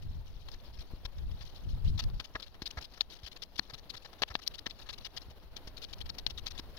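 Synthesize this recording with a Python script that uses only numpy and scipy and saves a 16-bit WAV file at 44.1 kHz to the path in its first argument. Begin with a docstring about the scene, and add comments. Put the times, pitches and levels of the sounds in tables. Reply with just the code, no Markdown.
"""A steel garden blade drags and chops through dry leaves and stony soil; the sound comes in short snatches.
Gated click streams make the grit rasp, dull blade ring and leaf fizz; click sprays make stones crack. Damped
low swings thud. Shaped noise makes far leaf rustle and wind on a two-port microphone. The left port resonates
strongly near 4 kHz. Rustle and wind cut out at 2 s and fade back in."""
import sys
import numpy as np
from scipy import signal
from scipy.io import wavfile
from scipy.ndimage import uniform_filter1d

SR = 44100
rng = np.random.default_rng(int(sys.argv[2]) if len(sys.argv) > 2 else 0)


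def magnitude_from_level(level_db):
    """Linear magnitude for a level in decibels (20 dB per decade)."""
    exponent = np.asarray(level_db, float) / 20
    return 10 ** exponent


def bounce(signal):
    """Save signal as a 16-bit WAV file at the path given by the first command-line argument."""
    frames = np.transpose(np.atleast_2d(signal))
    limited = np.clip(frames, -1, 1)
    pcm = np.round(limited * 32767).astype(np.int16)
    wavfile.write(sys.argv[1], SR, pcm)


N = 298998

# far rustle and drone: (time [s], level before 3 dB gain [dB])
FAR = [(0.0, -64.5), (0.7, -63), (3.4, -64.5), (6.78, -60.5)]
# far sound at the left port: (frequency [Hz], relative level [dB])
FAR_COLOUR = [(100, 2), (300, 2), (700, 0), (1600, -8), (2200, -10.5), (4200, -8), (5600, -19), (6600, -24),
              (7900, -33.5), (10000, -23), (14000, -19), (16000, -21.5)]
# left-right likeness of the far sound: (frequency [Hz], correlation [-1..1])
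FAR_LIKENESS = [(60, 0.075), (150, 0.78), (380, 0.85), (950, 0.65), (2380, 0.065), (5980, -0.13),
                (15000, 0.08)]
# left port over right, with the cavity resonance: (frequency [Hz], level ratio [dB])
LEFT_OVER_RIGHT = [(60, -5), (92, 1.5), (140, -1.5), (210, 0), (330, 4), (500, -1), (770, 2), (1170, 3),
                   (1790, 4.5), (2740, 11), (4190, 25), (6410, 17.5), (9810, 6), (15000, -0.5)]
# light air on the ports: (time [s], level before 2.5 dB gain [dB])
LIGHT_AIR = [(0.0, -52.5), (1.0, -50.5), (2.17, -49.5), (2.2, -62), (3.05, -59), (4.6, -57), (5.3, -63),
             (6.2, -50.5), (6.78, -49)]
# gusts: (peak time [s], peak level before 2.5 dB gain [dB], time to fall 10 dB either side, sign unused [s])
GUSTS = [(0.049, -38.5, 0.05), (0.11, -36, .035), (0.179, -39.5, 0.04), (0.34, -48.5, 0.2),
         (0.48, -48.5, -0.07), (0.79, -44, 0.04), (1.18, -44, .06), (1.26, -38, 0.1), (1.33, -43.5, .03),
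         (1.45, -42.5, 0.03), (1.69, -34.5, 0.06), (1.79, -34.5, 0.08), (1.891, -28, 0.0653),
         (1.96, -35, 0.05), (2.041, -34, 0.0768), (2.09, -37.5, 0.04), (2.16, -41.5, 0.06),
         (2.59, -59.5, 1.2), (4.9, -55, 0.3), (5.61, -54.5, 1.05), (6.04, -46, -0.12), (6.31, -47, -0.14)]
# wind buffet: (frequency [Hz], relative level [dB])
BUFFET_COLOUR = [(12, -12), (30, 1.5), (70, -2.5), (130, -15.5), (250, -30), (350, -33.5), (500, -57),
                 (1000, -70.5)]
# light air: (frequency [Hz], relative level [dB])
BREEZE_COLOUR = [(12, 0), (30, -4), (60, -10), (110, -23), (250, -37), (1000, -73)]
# faint crumbs under the snatches: (time [s], mean grit level [dB])
CRUMBS = [(0, -64.5), (2.1, -64), (2.3, -67), (5.2, -66), (5.5, -71.5), (6.78, -68.5)]
# snatches of scraping: (onset + 2 ms [s], length less one edge [ms], grit level [dB], blade re grit [dB])
SCRAPES = [(0.02, 16, -55.5, -14), (0.484, 7.6, -45, -5.5), (0.516, 4, -46.5, -22), (0.539, 10.5, -52, -4),
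           (0.648, 15, -67.5, -17), (0.736, 20, -59.5, -18), (0.773, 9, -54, -5), (0.787, 39, -51.5, -12),
           (1.051, 11, -37, -7), (1.18, 13, -56.5, -3), (1.31, 13, -57, -15), (1.407, 25, -51, -4),
           (1.452, 30, -53.5, -20), (1.488, 17, -57, -20), (1.547, 35, -57.5, -25), (1.635, 16, -65, -15),
           (1.687, 21, -60, -21), (1.742, 11, -64.5, -15), (1.846, 35, -53.5, -10), (1.878, 26, -54, -15),
           (1.977, 26, -44.5, -10), (1.991, 17.3, -33, -9.5), (2.016, 28, -52, -6),
           (2.197, 15.4, -39.5, -5), (2.242, 16.7, -44, -10.5), (2.351, 16.3, -49, 12.5),
           (2.397, 12.3, -44.5, -8.5), (2.422, 25, -49, -9.5), (2.462, 21, -56, -7.5),
           (2.542, 13.4, -57, 0), (2.619, 8.8, -37.5, -7), (2.657, 21.7, -36.5, -13.5),
           (2.706, 7.8, -37.5, -16), (2.771, 19.8, -45, 3.5), (2.81, 23.6, -46, -15),
           (2.84, 17.7, -45.5, -17), (2.936, 13, -52, -7), (2.972, 12, -50.5, 0), (3.007, 11, -33, -9.5),
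           (3.099, 23, -51.5, -11), (3.122, 21, -49, -27), (3.15, 22, -54.5, -9), (3.188, 12, -54.5, -7),
           (3.231, 23.5, -52.5, -7.5), (3.261, 23.5, -44.5, -10), (3.315, 17.4, -49.5, -20),
           (3.361, 14.3, -46, -8), (3.42, 18.2, -38, -15.5), (3.557, 9, -48, -12), (3.578, 14, -40, -28),
           (3.624, 14, -58.5, -22), (3.696, 15, -48, -2.5), (3.737, 16.6, -42.5, -10.5),
           (3.779, 18, -52.5, -8), (3.895, 15, -40, -25), (3.938, 17.4, -46, -0.5), (3.964, 16, -45.5, -14),
           (4.02, 18, -56.5, -20), (4.047, 17.6, -49, 0), (4.129, 8.2, -48.5, -3.5), (4.182, 21, -59, -0.5),
           (4.22, 17.2, -29, -4.5), (4.278, 13.7, -48.5, -8), (4.302, 21.4, -52, 5), (4.341, 24, -47, -22),
           (4.39, 10, -46.5, -3), (4.417, 23, -49.5, -23), (4.464, 16, -39, -32), (4.509, 13, -58, -5.5),
           (4.538, 20, -44, -12), (4.58, 11.6, -42.5, -21), (4.659, 15.5, -37.5, -3),
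           (4.698, 17.6, -46, -12), (4.787, 20, -51, -5.5), (4.812, 21.4, -50, -9), (4.859, 26, -56.5, -1),
           (4.889, 22.3, -42.5, -6), (4.926, 19, -43.5, -25), (4.979, 9.9, -43, -25),
           (5.047, 25, -40.5, -10), (5.165, 17.7, -37, -11.5), (5.208, 26, -53.5, -12),
           (5.299, 17, -54.5, -11), (5.563, 15, -42, -10.5), (5.672, 12.5, -42.5, -8),
           (5.767, 19, -45, -25), (5.816, 19, -44, -23), (5.836, 10.7, -40, -24), (5.884, 38, -56.5, -6),
           (5.929, 12.6, -41.5, -18), (5.981, 12, -53, -23), (6.005, 18, -42, -12.5), (6.056, 13, -47, -8),
           (6.091, 10.4, -40.5, -7.5), (6.142, 13, -55, -3), (6.182, 17.2, -41.5, -9.5),
           (6.264, 11, -34.5, -13), (6.298, 16, -43.5, -18), (6.375, 21, -41, -21), (6.46, 27, -38.5, -10),
           (6.505, 16, -43.5, -26), (6.549, 26, -56, -2), (6.576, 24, -39.5, -10.5), (6.767, 20, -48, -8)]
# grit at the left port: (frequency [Hz], relative level [dB])
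GRIT = [(300, -53.5), (1200, -15), (2200, -20), (3000, -9), (4250, -5), (5700, -10.5), (6600, -19.5),
        (7900, -27), (10000, -32)]
# brittle leaves fizzing: (frequency [Hz], relative level [dB])
FIZZ = [(6000, -49), (8000, -7), (9800, 6), (11500, -0.5), (13800, 3), (15800, -15)]
# modes of the soil-damped blade: (frequency [Hz], width between -6 dB points [Hz], relative level [dB])
BLADE = [(518, 610, -2), (812, 330, 3.5), (1085, 233, 7), (1312, 120, 10), (1746, 440, 10), (2140, 320, 3)]
# feet and blade landing: (time [s], level [dB], swing frequency [Hz], rise [ms])
THUMPS = [(0.538, -43, 44, 3.1), (0.936, -29.5, 31.8, 1.24), (1.05, -26.5, 31.8, 4.3),
          (1.408, -32.5, 53, 5.5), (2.349, -34.5, 43.1, 3.1), (2.62, -35.5, 56.7, 4.1),
          (2.772, -27, 60.6, 6.4), (3.233, -37.5, 54.7, 4), (3.73, -42.5, 120, 3), (3.94, -46, 109, 3.4),
          (3.593, -49, 194, 0.72), (4.207, -48, 96, 3), (4.304, -32.5, 57.5, 6), (5.284, -40, 66, 1.9),
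          (6.325, -28, 30.2, 7.4), (5.674, -37, 43.4, 0.77), (6.588, -43, 32.7, 1.6)]
# stones struck: (time [s], level [dB], stone pitch [Hz], blade trim re crack [dB], thud trim re crack [dB])
CRACKS = [(1.0546, -63, 4500, -22, -9), (1.983, -49, 3700, -13, -11), (2.039, -37, 5440, -19, -16),
          (2.1, -48, 4500, -11, -19), (2.2, -31.5, 4100, -15, -12), (2.3555, -33, 2580, -4.5, -3),
          (2.428, -35, 3680, -30, -19), (2.62, -34.5, 4740, -12, 4), (3.0089, -15.5, 3800, -38, -27),
          (3.5937, -19, 4200, -11.5, -9), (3.736, -41, 4300, -17, -11), (3.9031, -41, 4750, -25, -5),
          (4.2206, -23, 4200, -7.5, -14), (4.2253, -36.5, 3700, 2, -25), (4.2348, -20, 2970, -10, -28),
          (4.353, -21.5, 2900, -3.5, -18), (4.4769, -20.5, 5430, -23, -36), (4.5926, -37, 5200, -30, -27),
          (4.667, -27, 3300, -6, -8), (4.7091, -35.5, 3870, -31, -16), (4.894, -43.5, 3500, -1.5, 0),
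          (5.5668, -35.5, 4270, -19, -6.5), (5.8485, -36, 4070, -21, -15), (5.9342, -32.5, 4020, -21, -18),
          (6.101, -32, 4200, -16.5, -10), (6.1851, -33.5, 5360, -23, -29),
          (6.2657, -19.5, 3950, -18.5, -20.5), (6.3068, -36, 3300, -16, -17), (6.468, -28, 4400, -18, -17),
          (6.596, -41.5, 3470, -6, 9)]

RIGHT_LAG_SAMPLES = 3
CUT_S = 2  # rustle and wind restart here
EDGE_MS = 5.87  # longest rise and fall of a snatch
SAG_DB, BUILD_DB = -2.5, 31  # lean over a snatch; build is per snatch length from its middle to a stone
FIZZ_DB, FIZZ_DB_PER_GRIT_DB = -72, 0.72  # fizz at -45 dB grit with blade equal to grit
FIZZ_DB_PER_BLADE_DB = -0.2  # the more the blade bites soil, the fewer leaves fizz
CRUMB_SPREAD_DB, CRUMB_BLADE_DB, CRUMB_FIZZ_DB = 4.5, -14.5, -21.5  # blade, fizz re crumb grit
CRUMB_STEP_S = 0.0195
TRICKLE_S, TRICKLE_SHARE = 0.0046, 0.07  # time constant and share of trickling debris
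SPRAY_MS, SPRAY_MS_PER_DB = 13, -0.53  # t60 of a spray; shortens for blows above -25 dB
SNAP_DB, SNAP_DB_PER_KHZ = -35, 12.5  # snap of a 4 kHz stone; higher stones snap brighter
BAND_EDGE_HZ = 15850


def evened(x):
    """Scales to rms 1 in the first channel."""
    return x / np.sqrt(np.mean(np.atleast_2d(x)[0] ** 2) + 1e-20)


def read(points, hz):
    """A spectrum at hz, joined on a log axis."""
    f, value = np.transpose(points)
    return np.interp(np.log(hz + 1), np.log(f + 1), value)


def curve(rows):
    """A time curve at every sample."""
    s, value = np.transpose(rows)
    return np.interp(np.arange(N) / SR, s, value)


def through(x, taps):
    """Convolves channel by channel."""
    return signal.oaconvolve(x, taps, axes=1)[:, :N]


def noise(colour, likeness, patchy_db, flicker_db):
    """Random short-time spectra with drifting patches and a broad flicker."""
    hz = np.fft.rfftfreq(1024, 1 / SR)
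    a, b, c, d, patches = rng.standard_normal((N // 256 + 5, 513, 5)).T
    flicker = evened(uniform_filter1d(patches[0], size=4))
    patches = uniform_filter1d(patches, size=12, axis=0)
    patches = uniform_filter1d(patches, size=6, axis=1)
    same = np.clip(likeness(hz), -1, 1)[:, None]
    left = a + 1j * b
    right = same * left + np.sqrt(1 - same ** 2) * (c + 1j * d)
    z = np.array([left, right])
    z *= magnitude_from_level(read(colour, hz)[:, None] + patchy_db * patches / patches.std() + flicker_db * flicker)
    z[1] /= magnitude_from_level(0.37 * read(LEFT_OVER_RIGHT, hz))[:, None]  # part of the port difference
    return evened(signal.istft(z, nperseg=1024, noverlap=768)[1][:, :N])


def far_rustle():
    """Distant leaves and drone: flickering noise, partly alike at both ports."""
    return magnitude_from_level(curve(FAR) + 3) * noise(FAR_COLOUR, lambda hz: read(FAR_LIKENESS, hz), patchy_db=0.5, flicker_db=2.5)


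def wind_db():
    """Light air plus gusts that swell and die, added as power; no gust crosses the cut."""
    t = np.arange(N) / SR
    gust_power = sum(magnitude_from_level(2 * db - 20 * ((t - s) / fall_s) ** 2) * ((s < CUT_S) == (t < CUT_S))
                     for s, db, fall_s in GUSTS)
    return 10 * np.log10(magnitude_from_level(2 * curve(LIGHT_AIR)) + gust_power)


def wind():
    """Air turbulence, independent at each port; its spectrum moves from breeze to buffet as it rises."""
    buffet, breeze = (noise(colour, lambda hz: 0 * hz, patchy_db=1.1, flicker_db=0.8)
                      for colour in (BUFFET_COLOUR, BREEZE_COLOUR))
    air_db = wind_db()
    strong = np.clip((air_db + 52) / 14, 0.15, 1)
    out = magnitude_from_level(air_db + 2.5) * (np.sqrt(strong) * buffet + np.sqrt(1 - strong) * breeze)
    out[1] *= magnitude_from_level(-4)
    return out


def background_fade():
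    """Gain that drops at the cut and climbs back within about 35 ms."""
    since_s = np.arange(N) / SR - CUT_S
    fade = np.where(since_s < 0, 1, np.clip(since_s / 0.035, 0.03, 1))
    return uniform_filter1d(fade, size=300)


def ports(colour_db):
    """Causal (minimum-phase) port responses to a source colour; left has energy 1, right lags."""
    hz = abs(np.fft.fftfreq(4096, 1 / SR))
    left_db = colour_db(hz)
    log_gain = np.log(magnitude_from_level([left_db, left_db - read(LEFT_OVER_RIGHT, hz)]) + 1e-5)
    taps = np.fft.ifft(np.exp(np.conj(signal.hilbert(log_gain)))).real[:, :2048]
    taps[1] = np.roll(taps[1], RIGHT_LAG_SAMPLES)
    return taps / np.linalg.norm(taps[0])


def blade_db(hz):
    """Sum of the blade's resonance curves."""
    power = sum(magnitude_from_level(2 * db) / (1 + (2 * (hz - f) / w) ** 2) ** 2 for f, w, db in BLADE)
    return 10 * np.log10(power)


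def digging_ports():
    """Port responses to grit, blade and fizz."""
    return ports(lambda hz: read(GRIT, hz)), ports(blade_db), ports(lambda hz: read(FIZZ, hz))


def grains(per_s, spread_db, same):
    """Random clicks of uneven size; the right port hears them partly by other paths."""
    size = magnitude_from_level(spread_db * np.minimum(rng.exponential(1, N), 4)) * (rng.random(N) < per_s / SR)
    a, b = rng.standard_normal((2, N))
    return evened(size * np.array([a, same * a + np.sqrt(1 - same ** 2) * b]))


def pebbles(clicks, width_hz, clump_s, ring_share):
    """Each clump of clicks rings a pebble or leaf at one of 16 pitches."""
    kind = np.repeat(rng.integers(0, 16, N), max(round(clump_s * SR), 1))[:N]
    t = np.arange(600) / SR
    rings = [np.sin(2 * np.pi * hz * t) * np.exp(-np.pi * width_hz * t)
             for hz in np.geomspace(1900, 7000, num=16)]
    rung = sum(through(clicks * (kind == k), ring[None]) for k, ring in enumerate(rings))
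    return evened(ring_share * evened(rung) + (1 - ring_share) * clicks)


def lean_db(s, ms):
    """Swell over a snatch: up toward a late stone, down from an early one."""
    place = [(row[0] - s) * 1000 / ms - 0.5 for row in CRACKS]
    return SAG_DB + BUILD_DB * sum(u for u in place if abs(u) < 0.65)


def scrape_gates():
    """Gains of grit, blade and fizz: snatches over wavering crumbs, with debris trickling after."""
    gates = np.zeros((3, N + SR))
    for s, ms, grit_db, blade_rel_db in SCRAPES:
        full_ms = ms + EDGE_MS
        u = np.linspace(-0.5, 0.5, round(full_ms * SR / 1000))
        window = signal.windows.tukey(len(u), np.clip(2 * EDGE_MS / full_ms, 0, 1))
        shape = magnitude_from_level(lean_db(s, ms) * u) * window
        fizz_db = FIZZ_DB + FIZZ_DB_PER_GRIT_DB * (grit_db + 45) + FIZZ_DB_PER_BLADE_DB * blade_rel_db
        levels = magnitude_from_level(np.c_[grit_db, grit_db + blade_rel_db, fizz_db]).T
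        gates[:, round((s - 0.002) * SR):][:, :len(u)] += levels * shape
    steps_s = np.arange(0, N / SR + 0.1, CRUMB_STEP_S)
    waver_db = np.interp(np.arange(N) / SR, steps_s, CRUMB_SPREAD_DB * rng.standard_normal(len(steps_s)))
    gates[:, :N] += magnitude_from_level(curve(CRUMBS) + waver_db + np.c_[0, CRUMB_BLADE_DB, CRUMB_FIZZ_DB].T)
    settle = np.exp(-1 / (TRICKLE_S * SR))
    trickle = signal.lfilter([1 - settle], [1, -settle], gates)
    return (gates + TRICKLE_SHARE * trickle)[:, :N]


def scraping():
    """Running grit and blade share one click stream, leaf fizz has its own; all open snatch by snatch."""
    grit, blade, fizz = digging_ports()
    gates = scrape_gates()
    rub = grains(18000, spread_db=2.5, same=0.7)
    crumble = grains(9000, spread_db=4, same=0.048)
    rasp = evened(through(pebbles(rub, width_hz=150, clump_s=0.0008, ring_share=0.45), grit))
    return gates[0] * rasp + gates[1] * through(rub, blade) + gates[2] * through(crumble, fizz)


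def thumps():
    """A sudden push of air and ground that swings back and dies, same at both ports."""
    out, t = np.zeros(N), np.arange(4000) / SR
    for s, db, hz, rise_ms in THUMPS:
        push = np.minimum(t / (rise_ms / 1000), 1) * np.exp(-t / 0.012)
        out[round(s * SR):][:4000] -= magnitude_from_level(db) * np.cos(2 * np.pi * hz * t) * push
    return out


def cracks():
    """A fast-dying spray of clicks rings stone and blade, with a treble snap and a 300 Hz thud."""
    grit, blade, fizz = digging_ports()
    out, t = np.zeros((2, N)), np.arange(1200) / SR
    spray = rng.standard_normal((len(CRACKS), 2, 1200))
    for (s, db, hz, blade_rel_db, thud_rel_db), (a, b) in zip(CRACKS, spray):
        t60_ms = max(SPRAY_MS + SPRAY_MS_PER_DB * max(db + 25, 0), 2)
        a[8:12] += 2.5  # the first contact is one hard blow
        blow = np.array([a, 0.83 * a + 0.5 * b])
        blow *= magnitude_from_level(-60 * t / (t60_ms / 1000)) * np.minimum(t / 0.00015, 1)
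        blow /= np.linalg.norm(blow[0]) / 14
        stone = np.sin(2 * np.pi * hz * t) * np.exp(-np.pi * 900 * t)
        crack = through(through(blow, stone[None])[:, :1200], grit)
        crack *= 10.0 / np.linalg.norm(crack[0])
        ring = magnitude_from_level(blade_rel_db) * through(blow, blade * np.exp(-np.arange(2048) / 120))
        snap = magnitude_from_level(SNAP_DB + SNAP_DB_PER_KHZ * (hz / 1000 - 4)) * through(blow, fizz)
        sound = crack + ring + snap
        sound[:, :1200] += magnitude_from_level(thud_rel_db) * np.sin(2 * np.pi * 300 * t) * np.exp(-t / 0.002)
        out[:, round(s * SR):][:, :sound.shape[1]] += magnitude_from_level(db) * sound
    return out


def scene():
    """Scrapes, thumps and cracks over far rustle and wind."""
    background = (far_rustle() + wind()) * background_fade()
    return background + scraping() + thumps() + cracks()


def band_limit(x):
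    """A steep low-pass at the top of the band."""
    return signal.sosfilt(signal.butter(12, 16510, fs=SR, output="sos"), x)


def record(dry):
    """Limits the band with a linear-phase low-pass and finishes the mix."""
    low_pass = signal.firwin(301, BAND_EDGE_HZ, window=("kaiser", 8), fs=SR)
    mix = signal.oaconvolve(dry, low_pass[None], "same", axes=1)
    return band_limit(mix)


dry = scene()
out = record(dry)
bounce(out)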